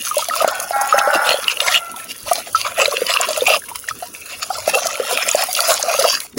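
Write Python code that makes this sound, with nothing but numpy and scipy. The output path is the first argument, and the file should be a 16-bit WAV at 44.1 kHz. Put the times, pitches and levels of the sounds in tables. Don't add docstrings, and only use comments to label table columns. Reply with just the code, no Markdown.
import sys
import numpy as np
from scipy import signal
from scipy.fft import rfft, irfft, next_fast_len
from scipy.io import wavfile
from scipy.ndimage import uniform_filter1d, map_coordinates

SR = 44100
rng = np.random.default_rng(int(sys.argv[2]) if len(sys.argv) > 2 else 0)


def wav_record(signal):
    frames = np.transpose(np.atleast_2d(signal))
    bounded = np.clip(frames, -1, 1)
    quanta = np.round(bounded * 32767).astype(np.int16)
    wavfile.write(sys.argv[1], SR, quanta)


N = 281358

# (time [s], level [dB], starting pitch [Hz], time to fade by 60 dB [ms])
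LUMPS = [(.068, -20.5, 1360, 41), (0.1112, -12, 1214, 54), (0.143, -20.5, 1036, 48), (0.1664, -6, 581, 67),
         (0.19, -13.5, 930, 37), (0.2226, -15.5, 1250, 47), (0.285, -11.5, 680, 37),
         (0.298, -11.5, 1860, 17), (0.3088, -15.5, 1257, 104), (0.3363, -11.5, 1303, 49),
         (.361, -7.5, 1060, 18), (0.404, -10, 1243, 57), (0.4232, 6, 640, 8.7), (0.4452, 13.5, 673, 11.5),
         (0.476, 0, 587, 24), (0.7073, -1.5, 700, 19), (.7615, -2.5, 676, 17), (0.9248, 1, 1260, 38),
         (0.9403, -2.5, 565, 48), (0.9798, -5, 1870, 13), (.9807, -0.5, 685, 18.6), (1.0019, -5, 684, 17),
         (1.0145, -1.5, 1340, 14.5), (1.0731, -1.5, 576, 40), (1.102, -4.5, 1470, 20),
         (1.1385, -4.5, 1160, 23), (1.1487, -11, 780, 31), (1.153, -5.5, 324, 30), (1.2894, -2, 620, 22),
         (1.2917, -6, 2700, 14), (1.3117, -4, 600, 24), (1.3416, -0.5, 564, 21), (1.3857, -8.5, 545, 25),
         (1.481, 0, 2820, 18), (1.4979, -10, 2700, 21), (1.571, -8, 2785, 10.2), (1.6024, -9.5, 2800, 40),
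         (1.6883, -13, 715, 56), (1.7443, -1.5, 2510, 13.6), (1.941, -23.5, 945, 37), (2.0, -29, 1742, 30),
         (2.3126, 0.5, 686, 38), (2.3158, -8.5, 1180, 28), (2.3799, -13, 656, 34), (2.547, -4.5, 1300, 68),
         (2.65, -12, 1186, 27), (2.6651, -3, 1210, 13), (2.8214, -11.5, 1240, 44), (2.8557, -2, 2330, 10),
         (2.8575, 0, 3960, 10), (2.8788, -3, 556, 29), (2.9777, -11, 510, 37), (3.0169, 2, 474, 25.6),
         (3.0961, -13, 673, 43), (3.1049, -7, 3500, 11), (3.1385, -6, 2800, 18), (3.1709, 0.5, 2710, 11.6),
         (3.2013, -6, 690, 27.5), (3.2857, -8, 633, 36), (3.303, -11.5, 606, 58), (3.3614, -14.5, 2620, 19),
         (3.3744, -9, 603, 48), (3.4078, -13.5, 3580, 24), (3.4187, -1, 497, 38), (3.4805, -3.5, 732, 30),
         (3.5027, 3, 615, 18), (3.5432, -5, 1180, 25), (3.5477, -16, 643, 17), (3.5633, -8, 600, 28),
         (3.62, -23, 1650, 14), (3.638, -24.5, 1600, 21), (3.714, -20, 927, 36), (3.756, -25, 2140, 19),
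         (3.841, -19.5, 1430, 11), (3.886, -7, 1840, 16), (3.9095, -14.5, 1265, 38), (4.0236, -15, 704, 59),
         (4.33, -28, 2720, 29), (4.426, -18, 1240, 34), (4.502, -8.5, 750, 45), (4.617, -32, 1300, 20),
         (4.6768, 7.5, 616, 17), (4.6931, -4, 800, 12), (4.749, -13.5, 770, 54), (4.7699, -3.5, 660, 23),
         (4.8557, -5.5, 660, 31), (4.955, -12, 2280, 11), (4.998, 2, 490, 23.7), (5.1084, -12, 710, 50),
         (5.1246, -10, 500, 49), (5.1743, -1, 2530, 9), (5.2747, -7.5, 590, 20), (5.2907, -5.5, 2460, 11.5),
         (5.3474, 7.5, 597, 19.5), (5.39, -13, 713, 51), (5.4247, -10.5, 776, 29), (5.4855, -17.5, 727, 75),
         (5.5661, -14, 2840, 21), (5.5904, -6, 1350, 25), (5.6791, -12, 645, 33), (5.6929, -9, 650, 19),
         (5.7046, -6, 643, 40), (5.7958, -8.5, 780, 17), (5.835, -10, 588, 35), (5.8822, -11, 676, 72),
         (5.9388, -6, 1160, 16), (5.9878, -7, 544, 76), (6.041, -6.5, 1220, 17), (6.0496, 3, 650, 24),
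         (6.0662, -15, 596, 13), (6.129, -21, 1095, 53), (6.329, -34, 235, 230), (6.368, -18, 237, 39)]
# (frequency [Hz], gain [dB])
GRIT_COLOUR = [(1200, -43), (2500, -41.5), (4500, -17.5), (6500, -2.5), (7130, -9.5), (8260, -8.5),
               (9820, 3), (10900, 1.5), (13400, -13), (15200, -2), (16000, 0), (16400, -3)]


def amp(db):
    return 10 ** (np.asarray(db) / 20)


def unit(x):
    return x / np.sqrt(np.mean(x ** 2) + 1e-20)


def curves(rows):
    s, *columns = np.transpose(rows)
    return [np.interp(np.arange(N) / SR, s, column) for column in columns]


def per_sample(x):
    return np.interp(np.arange(N) / SR * 1000, np.arange(len(x)), x)


def swells(start, length, db, rise, fall):
    t = np.arange(0, N / SR + .002, .001) - np.asarray(start)[:, None]
    over = np.maximum(t - np.reshape(length, (-1, 1)), 0)
    rising = np.sin(np.pi / 2 * np.clip(t / rise, 0, 1)) ** 2
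    return amp(db)[..., None] * rising * np.exp(-over / fall)


def wobble(rate):
    points = rng.standard_normal(int(N * rate / SR) + 4)
    return map_coordinates(points, [np.arange(N) * rate / SR])


def filtered(x, response):
    m = next_fast_len(N + SR // 2)
    return irfft(rfft(x, m) * response(np.fft.rfftfreq(m, 1 / SR)), m)[:N]


def colour(points):
    f, db = np.transpose(points)
    return lambda hz: amp(np.interp(np.log(hz + 1), np.log(f), db, left=-120, right=-120))


def resonant(modes):
    def response(f):
        return sum((-1) ** k * amp(db) * 1j * f * width / (centre ** 2 - f ** 2 + 1j * f * width)
                   for k, (centre, width, db) in enumerate(modes))
    return response


def add_at(s, sounds, total):
    at = np.round(s * SR).astype(int)[:, None] + np.arange(sounds.shape[1])
    return np.bincount(at.ravel(), sounds.ravel(), total)[:N]


def bubbles(s, db, hz, t60, rise, size):
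    t = np.arange(size) / SR
    db, hz, t60 = (np.asarray(v)[:, None] for v in (db, hz, t60))
    phase = 2 * np.pi * hz * t * (1 + rise * t / t60)
    soft_start = (1 - np.exp(-t * hz / 1.18)) ** 2
    ring = amp(db - 60 * t / t60) * soft_start * np.sin(phase)
    return add_at(s, ring, N + size)


def swarm(count, hz, spread, cycles, scatter_db, size):
    when, loud = rng.random((count, 2)).T
    pitch = hz[(when * N).astype(int)] * np.exp(spread * rng.standard_normal(count))
    pitch = np.clip(pitch, 100, SR / 3)
    db = -scatter_db * np.log(loud + 0.019)
    return unit(bubbles(when * N / SR, db, pitch, cycles / pitch, 0.083, size=size))


def crackle(rate, scatter_db, clump_db, hiss_db):
    hit, loud = rng.random((2, N))
    ticks = (hit < rate / SR) * amp(-scatter_db * np.log(loud + .004))
    tails = signal.lfilter([1], [1, -np.exp(-1 / (0.0003 * SR))], ticks)
    grains = unit(tails * rng.standard_normal(N))
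    hiss = amp(hiss_db) * rng.standard_normal(N)
    return unit(amp(clump_db * wobble(60)) * (grains + hiss))


def streaky(x, depth_db, bins, frames):
    spectrum = signal.stft(x, nperseg=512, noverlap=384)[2]
    narrow, broad = rng.standard_normal((2, *spectrum.shape))
    for _ in range(2):
        narrow = uniform_filter1d(uniform_filter1d(narrow, bins, axis=0), frames, axis=1)
        broad = uniform_filter1d(uniform_filter1d(broad, 5 * bins, axis=0), frames // 2, axis=1)
    patches = unit(unit(narrow) + .6 * unit(broad))
    return signal.istft(spectrum * amp(depth_db * patches), nperseg=512, noverlap=384)[1][:N]


def plops():
    # (frequency [Hz], gain [dB])
    slap_colour = [(600, -30), (1500, 1), (3000, -6), (6000, -22), (15000, -15)]
    slap_db, slap_t60_s = -14.5, 0.017
    onset_db = 5
    s, db, hz, t60_ms = np.transpose(LUMPS)
    t = np.arange(600) / SR
    bursts = amp(db[:, None] - 60 * t / slap_t60_s) * rng.standard_normal((len(s), len(t)))
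    slap = filtered(add_at(s, bursts, N), colour(slap_colour))
    ring = bubbles(s, db + onset_db, hz, t60_ms / 1000, 0.033, size=4000)
    ring = filtered(ring, lambda f: (1j * f / (180 + 1j * f)) ** 2)
    return ring + amp(slap_db) * slap


def pouring_levels(steady_db):
    # (start [s], length [s], crumbs level [dB], sand level [dB], grit level [dB])
    spurts = [(0.03, 0.083, -61, -28, -28), (0.172, 0.056, -34, -21, -30), (0.308, 0.089, -47, -25, -30.5),
              (0.399, 0.027, -21, -21.5, -28.5), (0.467, 0.021, -15, -18.5, -42),
              (0.611, 0.023, -53, -29, -24), (.8, 0.018, -23, -41, -23), (0.874, 0.047, -43, -26.5, -34),
              (0.916, 0.019, -26, -33, -41), (0.977, 0.016, -39, -16.5, -44), (1.123, 0.036, -17, -21, -31),
              (1.237, 0.096, -33, -18.5, -31), (1.457, 0.077, -63, -22.5, -32),
              (1.592, 0.089, -29, -23, -32), (1.655, 0.12, -44, -20.5, -33), (1.949, 0.07, -42, -39, -34.5),
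              (2.036, 0.017, -45, -53, -35), (2.076, 0.038, -52, -27.5, -32.5),
              (2.253, 0.15, -35, -24.5, -29.5), (2.453, 0.027, -35, -33, -42),
              (2.541, 0.075, -49, -24, -29), (2.637, 0.04, -27, -20.5, -37), (2.768, 0.099, -22, -18, -34),
              (2.903, 0.038, -25, -25, -27.5), (3.077, .045, -32, -21, -30), (3.122, 0.043, -51, -21, -30),
              (3.216, 0.04, -37, -23.5, -42), (3.284, 0.069, -33.5, -32, -41), (3.36, 0.025, -29, -27, -20),
              (3.456, 0.11, -23, -18, -25.5), (3.675, 0.049, -47, -42, -52), (3.743, 0.016, -49, -26, -34),
              (3.869, 0.035, -43.5, -28.5, -40), (4.011, 0.02, -34, -37, -38),
              (4.123, 0.045, -49.5, -34, -36), (4.281, 0.066, -52, -28.5, -37),
              (4.412, 0.022, -38.5, -21, -44), (4.492, 0.094, -31.5, -30, -35.5),
              (4.66, 0.044, -35, -25.5, -26), (4.726, 0.069, -21.5, -23, -25), (4.844, 0.02, -42, -23, -27),
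              (4.937, 0.013, -40, -25, -43), (5.084, 0.053, -46, -20, -24.5), (5.156, 0.071, -29, -27, -35),
              (5.268, 0.065, -49, -26, -32), (5.354, 0.088, -23, -21.5, -33), (5.549, 0.04, -56, -21, -32),
              (5.571, .05, -24.5, -22, -34), (5.67, 0.06, -27, -25, -18.5), (5.835, 0.12, -23, -26, -32),
              (5.976, 0.14, -50, -21, -30), (6.109, 0.05, -44, -23.5, -28.5), (6.22, 0.04, -46.5, -41, -38),
              (6.37, .03, -17, -9.5, -14)]
    rise_s, fall_s = 0.02, 0.0095
    start, length, *spurt_db = np.transpose(spurts)
    power_shapes = swells(start, length, np.zeros(len(start)), rise_s, fall_s) ** 2
    spurt_power = [per_sample(v) for v in amp(spurt_db) ** 2 @ power_shapes]
    return np.sqrt(amp(steady_db) ** 2 + spurt_power)


def crumb_bubbles(gurgle_hz):
    # (centre [Hz], width [Hz], level [dB])
    pot_modes = [(554, 360, -4.5), (1323, 170, 3.5), (2440, 280, -13.5)]
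    pot = resonant(pot_modes)
    large = swarm(count=1500, hz=gurgle_hz, spread=0.1493, cycles=26, scatter_db=4, size=1400)
    small = swarm(count=2500, hz=np.full(N, 1350), spread=0.211, cycles=46, scatter_db=5.5, size=800)
    return unit(filtered(large, pot)), unit(filtered(small, pot))


def sand_surface(fizz_hz):
    # (frequency [Hz], gain [dB])
    sand_colour = [(940, 0), (1600, -3), (2120, -1), (2740, 4.5), (3110, -4.5), (3360, -2), (3860, -7),
                   (4600, -2.5), (6890, -5.5), (8500, -19), (11000, -61), (18700, -120)]
    fine_hz, fine_grows_db = 3630, 6.5
    fizz = swarm(count=2500, hz=fizz_hz, spread=0.2094, cycles=210, scatter_db=2.0, size=800)
    sand = crackle(rate=1800, scatter_db=4.8, clump_db=3, hiss_db=-3)
    sand = unit(filtered(streaky(sand, depth_db=6, bins=2, frames=24), colour(sand_colour)))
    fine = filtered(sand, lambda f: 1 / (1 + (fine_hz / (f + 1)) ** 8))
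    coarse = sand - fine
    tilt = amp(fine_grows_db / 2 * np.log2(fizz_hz / fine_hz))
    return unit(fine * tilt + coarse / tilt + amp(-9.5) * fizz)


def grit_in_hands():
    grit = crackle(rate=970, scatter_db=5.5, clump_db=2.0, hiss_db=-1.0)
    return unit(filtered(streaky(grit, depth_db=1.5, bins=8, frames=6), colour(GRIT_COLOUR)))


def pouring():
    # (time [s], crumbs level [dB], sand level [dB], grit level [dB],
    # fizz pitch [Hz], gurgle pitch [Hz])
    trickle = [(0, -52, -34.5, -33, 4850, 590), (.27, -45.5, -30.5, -32, 4500, 652),
               (.46, -20.5, -33.5, -37.5, 3460, 681), (.66, -36, -34.5, -33, 6130, 735),
               (.8, -32, -34.5, -33.5, 3040, 776), (1.14, -23, -34.5, -33, 4300, 678),
               (1.36, -30, -28, -29, 3240, 608), (1.5, -42.5, -35, -36.5, 2840, 497),
               (1.74, -28, -21.5, -25, 3590, 700), (1.83, -42, -43.5, -41, 2840, 710),
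               (2.18, -59, -39, -39, 4200, 668), (2.5, -51, -37.5, -37, 3820, 630),
               (2.75, -37, -31, -34, 3016, 637), (3.0, -35, -27, -31, 4310, 514),
               (3.39, -33.5, -24, -32.5, 3110, 602), (3.56, -33, -49, -34, 3420, 602),
               (3.62, -61, -44.5, -36, 3710, 663), (4.16, -57, -41.5, -38, 4480, 607),
               (4.46, -45, -36, -38, 4220, 699), (4.82, -29, -24, -34.5, 4960, 670),
               (5.0, -28.5, -30.5, -34.5, 3440, 532), (5.21, -31, -21.5, -28, 2950, 608),
               (5.53, -41.5, -28, -27, 4900, 683), (5.7, -18.5, -18.5, -24.5, 4300, 650),
               (5.81, -38, -27.5, -31.5, 5200, 642), (6.06, -21, -22.5, -25, 5240, 608),
               (6.25, -60, -33, -35.5, 5760, 700), (6.38, -49, -46, -49, 4670, 735)]
    small_db, small_follows = -4.5, 0.72
    *steady_db, fizz_hz, gurgle_hz = curves(trickle)
    crumb_gain, sand_gain, grit_gain = pouring_levels(steady_db)
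    small_gain = amp(small_db) * crumb_gain ** small_follows * sand_gain ** (1 - small_follows)
    crumbs, small = crumb_bubbles(gurgle_hz)
    in_water = crumb_gain * crumbs + small_gain * small + sand_gain * sand_surface(fizz_hz)
    return in_water + grit_gain * grit_in_hands()


def cracks():
    # (time [s], level [dB], ring pitch [Hz], dust share [0-1])
    snaps = [(0.083, -2, 6050, 0.54), (0.157, -3, 7140, 0.8), (0.181, 6, 4220, 0.85),
             (0.243, -2.5, 6260, 0.55), (0.2857, 2.5, 4120, 0.74), (0.422, -6, 4700, 0.7),
             (0.4777, 0.5, 6900, 0.66), (0.5521, -6, 5540, 0.97), (0.6, 3, 6530, 0.6),
             (0.8123, -4, 6320, 0.46), (0.8738, -2, 6890, 0.8), (0.9882, -1, 6360, 0.44),
             (1.1395, -3.5, 5200, 0.7), (1.291, 3.5, 4160, 0.15), (1.4422, -6.5, 3890, 0.15),
             (1.481, -4, 4900, 0.4), (1.603, 4, 3640, 0.24), (1.915, -11, 4200, 0.93),
             (1.962, -8.5, 3480, 0.53), (2.0426, -10, 5070, 0.9), (2.332, 5.5, 5680, 0.84),
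             (2.3553, -4.5, 4140, 0.15), (2.5284, -8, 4160, 1), (2.6655, -7, 5140, 0.3),
             (2.7913, -1, 5720, 0.86), (2.8155, -3, 5630, 0.2), (2.8569, -5, 4000, 0.5),
             (2.911, -5, 4380, 0.45), (2.9697, -3, 4200, 0.3), (3.0664, -0.5, 4870, 0.43),
             (3.1048, -14, 3570, 0.4), (3.138, 1, 5130, 0.37), (3.2121, 5, 7140, 0.4),
             (3.2879, 0, 4440, 0.6), (3.3308, -4.5, 4600, 0.2), (3.3764, -1, 7000, 0.74),
             (3.4077, -12, 3610, 0.6), (3.455, -5, 5090, 0.9), (3.501, -3, 4930, 0.3),
             (3.7574, -2, 4570, 0.87), (3.8883, -4.5, 6700, 0.5), (4.4283, -2, 4210, 0.63),
             (4.6763, -8, 4760, 0.8), (4.7496, -2, 5240, 0.7), (4.853, -6, 6490, 0.5),
             (4.8688, 7.5, 5660, 0.42), (5.1733, 0.5, 3720, 0.45), (5.288, 5, 7400, 0.27),
             (5.3133, 1, 6830, 0), (5.3543, 2, 7200, 0.56), (5.437, 3.5, 6070, 0.97),
             (5.5288, 5.5, 5700, 0.72), (5.5501, 4, 4780, 0.16), (5.6043, 9, 4470, 0.57),
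             (5.686, -11, 5980, 0.7), (5.7399, 1.5, 6900, 0.27), (5.8267, 3.5, 6430, 0.17),
             (5.9933, 2, 6000, 0.3), (6.023, -0.5, 4250, 0.2), (6.2031, 1, 4100, 0.67)]
    ring, spit, t = np.zeros(N + 500), np.zeros(N + 500), np.arange(500) / SR
    for s, db, hz, share in snaps:
        rough, dust = rng.standard_normal((2, 500))
        share = np.clip(share, 0, 1)
        shape = amp(db - 60 * t / .013) * (1 - np.exp(-t / .0008))
        flutter = unit(np.convolve(rough, np.hanning(24), "same"))
        first = round(s * SR)
        ring[first:][:500] += (1 - share) * shape * (.8 + .7 * flutter) * np.sin(2 * np.pi * hz * t)
        spit[first:][:500] += share * shape * dust
    return ring[:N] + amp(-1.5) * filtered(spit[:N], colour(GRIT_COLOUR))


def rooster():
    # (start [s], length [s], starting pitch [Hz], glide [Hz/s],
    # starting level [dB], swell [dB/s], roughness [0-1])
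    notes = [(0.425, 0.18, 366.2, 9.5, -27, -32, 0.37), (0.719, 0.15, 276.5, -10, -18, -55, 0.33),
             (0.92, 0.353, 277.5, 18, -21.5, 4, .53), (1.63, 0.34, 700.6, -110, -21.5, -62, 0.15)]
    # (centre [Hz], width [Hz], level [dB])
    throat_modes = [(783, 136, 3), (1405, 337, 4), (2110, 730, -4)]
    rise_s, fall_s = 0.018, 0.022
    start, length, hz, glide, db, swell, rough = np.transpose(notes)
    time = np.arange(N) / SR
    note = np.clip(np.searchsorted(start, time) - 1, 0, None)
    since = np.clip(time - start[note], 0, length[note])
    gain = per_sample(swells(start, length, db, rise_s, fall_s).sum(0)) * amp(swell[note] * since)
    hz, rough = hz[note] + glide[note] * since, np.clip(rough[note], 0, 1)
    phase = 2 * np.pi * np.cumsum(hz * (1 + 0.06 * rough * wobble(25))) / SR
    pulses = sum(np.cos(k * phase) for k in range(1, 10)) / np.sqrt(4.5)
    hoarse = 2.0 * rng.standard_normal(N) * (1 + np.cos(phase))
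    throat = resonant(throat_modes)
    voice = filtered(gain * ((1 - rough) * pulses + rough * hoarse), lambda f: throat(f) ** 2)
    t = np.arange(SR // 2) / SR
    echoes = rng.standard_normal(len(t)) * amp(-60 * t / 0.63)
    echoed = signal.fftconvolve(voice, echoes / np.linalg.norm(echoes))[:N]
    return amp(3.0) * voice + amp(4.0) * echoed


def whine():
    # (start [s], length [s], centre [Hz], width [Hz], level [dB])
    thin_tone = (.85, .45, 5300, 50, -38)
    start, length, hz, width, db = thin_tone
    resonance = resonant([(hz, width, 0)])
    tone = unit(filtered(rng.standard_normal(N), lambda f: resonance(f) ** 2))
    return per_sample(swells([start], length, db, 0.087, .04)[0]) * tone


def sloshing():
    calm_db, heave_db, heave_fall_s = -51.5, -49, 0.026
    typical_hz, size_power = 600, 4.8
    s, db, hz, _ = np.transpose(LUMPS)
    strength = amp(db + heave_db) * (typical_hz / hz) ** size_power
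    pushes = np.bincount(np.round(s * SR).astype(int), strength, N)
    gain = amp(calm_db) + signal.lfilter([1], [1, -np.exp(-1 / (heave_fall_s * SR))], pushes)
    low = colour([(110, -45), (150, -1), (240, 4.5), (400, 0), (480, 0)])
    return gain * unit(amp(5.3 * wobble(25)) * filtered(rng.standard_normal(N), low))


def handling_rumble():
    # (start [s], length [s], level [dB])
    jolts = [(.55, .04, -66), (1.26, 0.039, -49), (1.71, 0.037, -53), (2.215, .06, -46), (2.5, 0.23, -54),
             (2.835, .03, -55), (3.07, .06, -56), (3.365, 0.11, -57), (3.71, 0.034, -53), (3.89, .06, -47),
             (4.357, .04, -53), (4.54, .13, -50)]
    rumble_db, rise_s, fall_s = -59, 0.021, 0.021
    s, length, db = np.transpose(jolts)
    gain = amp(rumble_db) + per_sample(swells(s, length, db, rise_s, fall_s).sum(0))
    low = colour([(20, -7), (55, -10), (75, -0.5), (130, -4.5), (160, -20)])
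    return gain * unit(filtered(rng.standard_normal(N), low))


def yard_rustle():
    # (frequency [Hz], gain [dB])
    rustle_colour = [(210, -42), (350, 13), (498, 19.5), (1040, -28), (1340, 18), (2160, -4), (3080, -19),
                     (8180, -19), (9000, 0), (11700, -37), (19800, -120)]
    return amp(-52) * unit(filtered(rng.standard_normal(N), colour(rustle_colour)))


def scene():
    # (from [s], to [s], level change [dB])
    lull = (6.27, 6.365, -9)
    begin, end, drop_db = lull
    t = np.arange(N) / SR
    lull_gain = amp(drop_db * ((t > begin) & (t < end)))
    events = plops() + cracks() + rooster() + whine()
    return (events + handling_rumble() + sloshing() + lull_gain * (pouring() + yard_rustle()))[None]


def record(dry):
    ceiling, top_hz = .96, 15900
    soft = dry[0] / (1 + np.abs(dry[0] / ceiling) ** 6) ** (1 / 6)
    return filtered(soft, lambda hz: hz < top_hz)[None]


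dry = scene()
out = record(dry)
wav_record(out)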